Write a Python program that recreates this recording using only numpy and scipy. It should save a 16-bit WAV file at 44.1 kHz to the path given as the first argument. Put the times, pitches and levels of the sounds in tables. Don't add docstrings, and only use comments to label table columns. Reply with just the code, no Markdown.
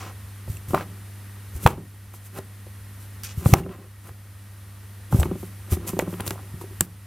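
import sys
import numpy as np
from scipy import signal
from scipy.fft import rfft, irfft
from scipy.io import wavfile
from scipy.ndimage import uniform_filter1d

SR = 44100
rng = np.random.default_rng(int(sys.argv[2]) if len(sys.argv) > 2 else 0)


def put_to_file(sound):
    columns = np.atleast_2d(sound).T
    safe = np.clip(columns, -1, 1)
    whole_steps = np.round(safe * 32767)
    wavfile.write(sys.argv[1], SR, whole_steps.astype(np.int16))


N = 311346

# pitch_hz, level_db (rms)
HUM_TONES = [(99.9, -39), (199.8, -56.5)]
# frequency_hz, density_db (per Hz)
ROOM_SPECTRUM = [(20, 6.5), (50, -4), (130, -2), (220, -1), (320, -5.5), (650, -12), (1300, -9),
                 (2000, -11.5), (3000, -15), (5000, -18), (7500, -18.5), (9600, -13.5), (14200, -14),
                 (16400, -36)]
ROOM_DB = -48
# centre_hz, width_hz, level_db (rms)
ROOM_BANDS = [(70.75, 4.8, -49), (1880, 103, -64), (9540, 500, -65)]
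# frequency_hz, likeness (0 to 1)
ROOM_LIKENESS = [(60, 1), (240, 0.84), (950, 0.95), (3770, 0.94), (15000, 0.052)]
# frequency_hz, t60_s
ECHO_DECAY = [(150, 0.55), (800, 0.24), (3000, 0.039), (10000, 0.11)]
# frequency_hz, side_minus_mid_db
SIDE_SPECTRUM = [(60, -25.5), (240, -35), (700, -25.5), (1500, -27.5), (3770, -13), (15000, -3.5)]
# frequency_hz, level_db (relative to the box)
TREBLE_TILT = [(8000, -64), (12000, -26), (16000, -4)]

# frequency_hz, density_db (per Hz)
FUR_SPECTRUM = [(880, -37), (1500, -8), (1870, -10), (1980, -6), (2930, -7.5), (4550, -8), (7130, -4),
                (13500, 1), (15100, -10), (16400, -20.5)]
# frequency_hz, density_db (per Hz)
RASP_SPECTRUM = [(700, -27), (1300, -1), (2600, 5), (3900, -1), (6000, 5), (8000, -1), (13000, -10),
                 (16000, -20)]
# (per Hz, relative)
GRIT_SPECTRUM = [(1400, -7), (2300, 0.5), (5000, -6.5), (8000, -10.5)]
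# start_s, rise_s, hold_s, level_db
BRUSHES = [(0, 0.07, .005, -65), (.475, 0.018, 0.08, -46), (0.68, .006, 0.09, -43),
           (1.526, 0.035, .01, -44), (1.6, 0.033, .015, -37), (1.663, .01, 0.039, -41),
           (2.132, .006, 0.03, -45.5), (2.209, 0.056, 0.0043, -45), (2.329, 0.045, .008, -41),
           (2.987, 0.019, 0.046, -52), (3.231, 0.005, 0.016, -38), (3.361, .018, 0.064, -45.5),
           (3.442, 0.022, 0.057, -33.5), (3.515, 0.016, 0.07, -38), (3.991, 0.092, 0.0056, -47.5),
           (5.102, 0.021, 0.076, -40), (5.146, 0.019, 0.091, -40), (5.19, .008, 0.0058, -33.5),
           (5.3, .11, 0.068, -49.5), (5.698, 0.021, 0.025, -33), (5.865, 0.013, 0.019, -31),
           (5.92, .01, .07, -49.5), (5.984, 0.0093, 0.023, -41.5), (6.045, 0.067, 0.15, -48.5),
           (6.252, 0.02, 0.003, -34), (6.278, .01, 0.054, -44.5), (6.596, .018, .005, -45.5),
           (6.805, 0.0027, .003, -37), (6.815, .005, 0.028, -42.5)]
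# start_s, rise_s, hold_s, level_db
RASPS = [(0, 0.0028, .09, -46.5), (3.234, .006, 0.029, -38), (3.272, 0.021, 0.031, -45.5)]
# start_s, rise_s, hold_s, scrape_db (on the card), wobble_db (of the walls)
SHOVES = [(0, 0.00089, 0.11, -38.5, -72), (0.667, 0.044, .01, -50, -41), (0.749, 0.0066, 0.071, -33.5, -38),
          (.84, 0.019, 0.18, -72, -46.5), (1.538, 0.13, .01, -45.5, -38), (1.673, .01, 0.056, -39, -31.5),
          (1.76, 0.028, 0.068, -61, -38), (2.326, 0.045, 0.024, -38.5, -40),
          (3.23, .006, 0.075, -49.5, -75), (3.38, 0.067, 0.0046, -42.5, -34.5),
          (3.484, 0.043, .005, -39.5, -26), (3.53, .01, 0.058, -31.5, -22.5),
          (3.592, 0.018, 0.093, -49, -29), (3.69, 0.019, 0.048, -41, -37.5),
          (3.758, 0.023, 0.087, -49, -43.5), (4.028, 0.034, 0.036, -46.5, -42),
          (5.103, 0.02, 0.12, -45, -28), (5.236, 0.011, 0.056, -46.5, -31),
          (5.677, 0.052, 0.0069, -39, -31), (5.757, 0.044, 0.084, -52.5, -38.5),
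          (5.831, 0.064, .005, -36.5, -35), (6.003, 0.02, 0.19, -49, -36), (6.17, 0.028, 0.3, -44.5, -38.5),
          (6.58, 0.044, 0.11, -60, -43.5)]
RISE_DB = 17
BRUSH_SAG_DB_PER_S, BRUSH_FALL_DB_PER_S = 57, 700
SHOVE_SAG_DB_PER_S, SHOVE_FALL_DB_PER_S = 64, 801
SKID_DB, SKID_DB_PER_S, SHAKE_DB, SHAKE_DB_PER_S = -33.5, 260, -23, 329

# start_s, level_db, pitch_hz, length_s
SQUEAKS = [(.5682, -40, 2640, .006), (0.5684, -34.5, 7600, 0.0048), (3.579, -37, 1740, .014),
           (3.633, -45, 2770, 0.013), (3.632, -45, 2100, .012), (3.690, -46, 3080, .008),
           (5.198, -28, 7960, 0.013), (6.8084, 1, 8080, 0.00082)]
SQUEAK_FUZZ = 0.56
# start_s, level_db, pitch_hz
TICKS = [(0.7465, -22, 2330), (1.664, -11, 2500), (1.6734, -11.5, 3600), (2.3872, -30, 4000),
         (3.235, -27, 5820), (3.5376, -3.5, 2160), (5.217, -36, 9000), (5.230, -28, 4030),
         (5.877, -29, 7200), (5.991, -16.5, 6760), (6.207, -25, 9800), (6.265, -26, 10300),
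         (6.27, -29, 8640), (6.278, -19.5, 4130), (6.307, -20.5, 3950), (6.8086, -5.5, 12700),
         (6.8208, -36, 8500)]
TICK_CYCLES, TICK_T60_S = 22, .005
CRACK_REACH = 3.05
# pitch_hz, level_db (relative), t60_s
WALL_MODES = [(177.3, 2, 0.17), (383.2, 2.5, 0.045), (608, 6.5, 0.011), (834, 4.5, 0.013),
              (1053, 1.5, 0.018), (1223, 4.5, 0.0093), (1689, 2, 0.0085), (1923, -1, 0.013),
              (2205, 2, 0.011), (2500, 0.5, 0.011), (3350, 1.5, 0.015), (4040, -3.5, 0.0076)]
# start_s, level_db (peak), pitch_hz (favoured by the struck spot), spread_octaves
KNOCKS = [(.478, -31.5, 604, 0.77), (0.708, -32, 1240, 0.55), (.734, -12, 503, 1), (0.7431, -6, 635, 0.17),
          (0.7462, -4.5, 1026, 0.66), (0.7654, -15.5, 890, 0.37), (0.7771, -15.5, 1230, 0.22),
          (0.809, -23, 1440, 0.58), (1.6629, 7.5, 892, 0.26), (1.6671, -6, 1300, 1),
          (1.6734, -4, 1250, 1.1), (1.779, -24.5, 336, 1.2), (2.139, -30, 1020, 1),
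          (2.3869, -21, 594, 0.73), (2.667, -32, 530, 0.45), (3.459, -10, 776, 0.95),
          (3.5376, 3.5, 972, 0.63), (3.540, -4.5, 800, 0.14), (3.601, -20, 380, 0.6),
          (3.663, -23.5, 600, 0.79), (3.692, -27, 1170, 1.24), (4.069, -35, 1300, 0.31),
          (4.092, -28.5, 1033, 0.63), (5.126, -12, 846, 0.91), (5.145, -23, 790, 0.86),
          (5.160, -20.5, 327, .8), (5.172, -28, 900, .8), (5.186, -25, 503, 0.5), (5.198, -20, 700, 0.39),
          (5.217, -19, 560, 0.54), (5.2306, -11.5, 1390, 0.99), (5.256, -17, 504, 1.46),
          (5.313, -15.5, 339, 1.2), (5.355, -24.5, 350, 1.3), (5.43, -26.5, 322, 1.5),
          (5.7202, -30.5, 685, 1.1), (5.769, -24, 333, 1.7), (5.932, -19, 294, 1.7),
          (5.968, -22, 331, 1.25), (5.991, -7, 550, 0.31), (5.996, -11, 1510, 0.66), (6.022, -18, 370, 1.5),
          (6.076, -18, 370, 1.33), (6.127, -22, 403, 1.6), (6.139, -26.5, 1180, 1.8),
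          (6.199, -20, 1137, 0.74), (6.204, -19, 1025, 1.9), (6.264, -25, 1135, 1.4),
          (6.276, -23, 1340, 1.9), (6.307, -16.5, 1441, 2.1), (6.333, -30.5, 600, 1),
          (6.357, -30.5, 696, 0.4), (6.379, -32, 1000, 0.3), (6.392, -31, 1020, 0.5),
          (6.613, -26, 750, 0.92), (6.639, -30.5, 482.5, 0.3), (6.8075, -12, 900, 3)]
# start_s, level_db (peak), pitch_hz (air in the box), t60_s, rise_cycles
THUMPS = [(.478, -25.5, 91, 0.057, 0.33), (.495, -17, 84, 0.051, 0.46), (0.683, -25, 100, 0.066, 0.25),
          (.706, -21.5, 109, .05, 0.14), (0.735, -18, 153, 0.034, 1), (1.547, -20, 68, .072, 0.46),
          (1.6533, -0.5, 102.4, 0.022, 0.83), (2.385, -27.5, 100.3, 0.082, 0.55),
          (3.374, -15.5, 87, 0.051, 0.4), (3.460, -2.5, 102, 0.044, 0.24), (3.5249, 1.5, 99.8, 0.028, 0.88),
          (4.1, -30, 91, 0.058, 0.95), (5.127, -8, 129, 0.046, 0.56), (5.144, -2, 111, 0.04, 0.29),
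          (5.185, -5, 77, 0.079, 0.43), (5.214, -18, 82, 0.078, .6), (5.715, -9, 84.5, 0.063, 0.92),
          (6.202, -28, 101, .075, 0.53), (6.274, -25, 109, 0.074, 0.34), (6.305, -24.5, 103, 0.1, 0.29),
          (6.539, -24.5, 103, 0.029, 0.39), (6.809, -13, 97.4, 0.032, 0.083)]

EDGE_HZ = 16400


def gain_of(db):
    return 10 ** (np.asarray(db) / 20)


def evened(x):
    return x / np.sqrt(np.mean(x ** 2) + 1e-20)


def read(points, hz):
    f, value = np.transpose(points)
    return np.interp(np.log(hz + 1), np.log(f + 1), value)


def coloured(x, spectrum):
    return irfft(rfft(x) * gain_of(read(spectrum, np.fft.rfftfreq(N, 1 / SR))), N)


def add(mix, s, sound):
    part = mix[round(s * SR):][:len(sound)]
    part += sound[:len(part)]


def room():
    frames, hz = N // 512 + 5, np.fft.rfftfreq(4096, 1 / SR)
    a, b, c, d = rng.standard_normal((frames // 2 + 4, len(hz), 4)).T
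    shape = gain_of(read(ROOM_SPECTRUM, hz))
    shape *= gain_of(ROOM_DB) / np.linalg.norm(shape)
    for centre_hz, width_hz, db in ROOM_BANDS:
        band = np.exp(-((hz - centre_hz) / width_hz) ** 2)
        shape = np.hypot(shape, gain_of(db) * band / np.linalg.norm(band))
    same = np.clip(read(ROOM_LIKENESS, hz), -1, 1)[:, None]
    left = a + 1j * b
    right = same * left + np.sqrt(1 - same ** 2) * (c + 1j * d)
    frames_of_noise = np.array([left, right]) * shape[:, None]
    noise = signal.istft(frames_of_noise, nperseg=4096, noverlap=3072)[1][:, :N]
    noise = np.linalg.norm(shape) * evened(noise)
    t = np.arange(N) / SR
    hum = sum(np.sqrt(2) * gain_of(db) * np.sin(2 * np.pi * f * t) for f, db in HUM_TONES)
    return noise + hum


def echo(x):
    taps = np.zeros((2, SR // 2))
    at = np.arange(200, SR // 2 - 20, 20) + rng.integers(0, 20, (2, (SR // 2 - 201) // 20))
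    np.put_along_axis(taps, at, rng.choice([-1., 1.], at.shape), 1)
    taps[1] = 0.99 * taps[0] + 0.044 * taps[1]
    hz, t, z = signal.stft(taps, SR, nperseg=256)
    decay = gain_of(-60 * t / read(ECHO_DECAY, hz)[:, None])
    tail = signal.istft(z * decay, SR, nperseg=256)[1]
    return signal.fftconvolve(x[None], tail / np.linalg.norm(tail[0]), axes=1)[:, :N]


def ring(hz, t60, rise):
    t = np.arange(SR // 5) / SR
    swing = -np.sin(2 * np.pi * hz * t) * (1 - np.exp(-(t / rise) ** 3)) * gain_of(-60 * t / t60)
    return swing / abs(swing).max()


def walls(hz, octaves, spot_db=0):
    modes = np.transpose(WALL_MODES)[0]
    nearest = modes[np.argmin(abs(np.log(modes / hz)))]
    bend = np.clip(hz / nearest, .85, 1.15)
    modes = np.where(modes > 450, bend, 1) * modes
    near_db = -6 * (np.log2(modes / hz) / octaves) ** 2 + spot_db
    answer = sum(gain_of(db + near) * ring(f, t60, 0.51 / f)
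                 for (_, db, t60), f, near in zip(WALL_MODES, modes, near_db))
    return answer / abs(answer).max()


def grains(per_s, spread_db):
    size = gain_of(spread_db * np.minimum(rng.exponential(1, N), 4)) * rng.choice([-1., 1.], N)
    return size * (rng.random(N) < per_s / SR)


def strokes(start, rise, hold, db, sag, fall):
    power, t = np.zeros(N), np.arange(SR // 2) / SR
    for s, up, held, top in np.broadcast(start, rise, hold, db):
        up = max(up, 1 / SR)
        lost_db = RISE_DB * np.maximum(1 - t / up, 0)
        lost_db += sag * np.clip(t - up, 0, held)
        lost_db += fall * np.maximum(t - up - held, 0)
        add(power, s, gain_of(2 * (top - lost_db)))
    return np.sqrt(abs(uniform_filter1d(power, size=150)))


def rasps():
    rasp = evened(coloured(grains(3000, 1.9), RASP_SPECTRUM))
    return rasp * strokes(*np.transpose(RASPS), BRUSH_SAG_DB_PER_S, BRUSH_FALL_DB_PER_S)


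def brushes():
    fur = evened(coloured(grains(9240, 4.2), FUR_SPECTRUM))
    return fur * strokes(*np.transpose(BRUSHES), BRUSH_SAG_DB_PER_S, BRUSH_FALL_DB_PER_S)


def scrapes():
    scrape = evened(signal.oaconvolve(grains(2500, 4.3), walls(1220, 0.85))[:N])
    grit = evened(coloured(grains(4000, 3.4), GRIT_SPECTRUM))
    scrape = evened(scrape + 0.31 * grit)
    *shove, scrape_db, _ = np.transpose(SHOVES)
    knock_s, knock_db = np.transpose(KNOCKS)[:2]
    skid = strokes(knock_s, 0.0092, 0, knock_db + SKID_DB, 0, SKID_DB_PER_S)
    return scrape * np.hypot(skid, strokes(*shove, scrape_db, SHOVE_SAG_DB_PER_S, SHOVE_FALL_DB_PER_S))


def wobbles():
    wobble = evened(signal.oaconvolve(grains(250, 3.3), walls(275, 0.94))[:N])
    *shove, _, wobble_db = np.transpose(SHOVES)
    thump_s, thump_db = np.transpose(THUMPS)[:2]
    shake = strokes(thump_s, 0.011, 0, thump_db + SHAKE_DB, 0, SHAKE_DB_PER_S)
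    return wobble * np.hypot(shake, strokes(*shove, wobble_db, SHOVE_SAG_DB_PER_S, SHOVE_FALL_DB_PER_S))


def squeaks():
    out = np.zeros(N)
    flutter = evened(uniform_filter1d(rng.standard_normal((len(SQUEAKS), 1000)), size=40))
    for (s, db, hz, length), grip in zip(SQUEAKS, flutter):
        t = np.arange(0, length, 1 / SR)
        swell = np.sin(np.pi * (t / length) ** 0.82) ** 2 * (1 + SQUEAK_FUZZ * grip[:len(t)])
        add(out, s, gain_of(db) * swell * np.sin(2 * np.pi * hz * t))
    return out


def ticks():
    out = np.zeros(N)
    snaps = rng.standard_normal((len(TICKS), 900))
    onset = signal.windows.tukey(1800, .02)[:900]
    for (s, db, hz), snap in zip(TICKS, snaps):
        t60 = TICK_T60_S + TICK_CYCLES / hz
        crack = (snap - 0.33 * np.roll(snap, 1)) * onset * gain_of(-60 * np.arange(900) / SR / t60)
        dull = np.exp(-2 * np.pi * CRACK_REACH * hz / SR)
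        crack = signal.lfilter([1 - dull], [1, -dull], crack)
        tone = ring(hz, .5 * t60, .0001)[:900]
        add(out, s, gain_of(db) * (0.85 * tone + 1.28 * crack))
    return out


def knocks():
    out = np.zeros(N)
    spots = rng.standard_normal((len(KNOCKS), len(WALL_MODES)))
    toes = rng.random((len(KNOCKS), 3))
    for (s, db, hz, octaves), spot, late in zip(KNOCKS, spots, toes):
        for k, lag in enumerate(np.cumsum(0.00197 + .005 * late)):
            toe_db = db - 12.5 - 9.4 * k
            add(out, s + lag, gain_of(toe_db) * walls(hz, octaves, 3 * np.roll(spot, k + 1)))
        add(out, s, gain_of(db) * walls(hz, octaves, 2 * spot))
    return out


def thumps():
    out = np.zeros(N)
    for s, db, hz, t60, cycles in THUMPS:
        add(out, s, gain_of(db) * ring(hz, t60, cycles / hz))
    return out


def scene():
    box = thumps() + knocks() + ticks() + squeaks() + brushes() + rasps() + scrapes() + wobbles()
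    scatter = rng.standard_normal((2, 400)) * np.exp(-np.arange(400) / 70)
    scatter /= np.linalg.norm(scatter[0])
    turn = 2 * np.pi * 2.2 * np.arange(N) / SR
    scattered = signal.oaconvolve(box * [np.cos(turn), np.sin(turn)], scatter, axes=1)
    side = coloured(scattered.sum(0)[:N], SIDE_SPECTRUM) * [[1], [-1]]
    tilt = coloured(box, TREBLE_TILT) * [[-1], [1]]
    return box + side + tilt + gain_of(-20.5) * echo(box) + room()


def record(dry):
    dry = signal.lfilter(*signal.butter(1, 45, "highpass", fs=SR), dry)
    peak_db = 20 * np.log10(abs(dry).max(0) + 1e-6)
    over_db = 0.67 * np.maximum(peak_db + 1.0, 0)
    climb = np.arange(N) * 3.05 / SR
    held_db = np.maximum.accumulate(over_db + climb) - climb
    lag = np.exp(-1 / (0.0018 * SR))
    ducked = dry / gain_of(signal.lfilter([1 - lag], [1, -lag], held_db))
    limited = np.clip(ducked, -1, 1)
    return signal.oaconvolve(limited, signal.firwin(511, EDGE_HZ, window=("kaiser", 9), fs=SR)[None], "same")


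dry = scene()
out = record(dry)
put_to_file(out)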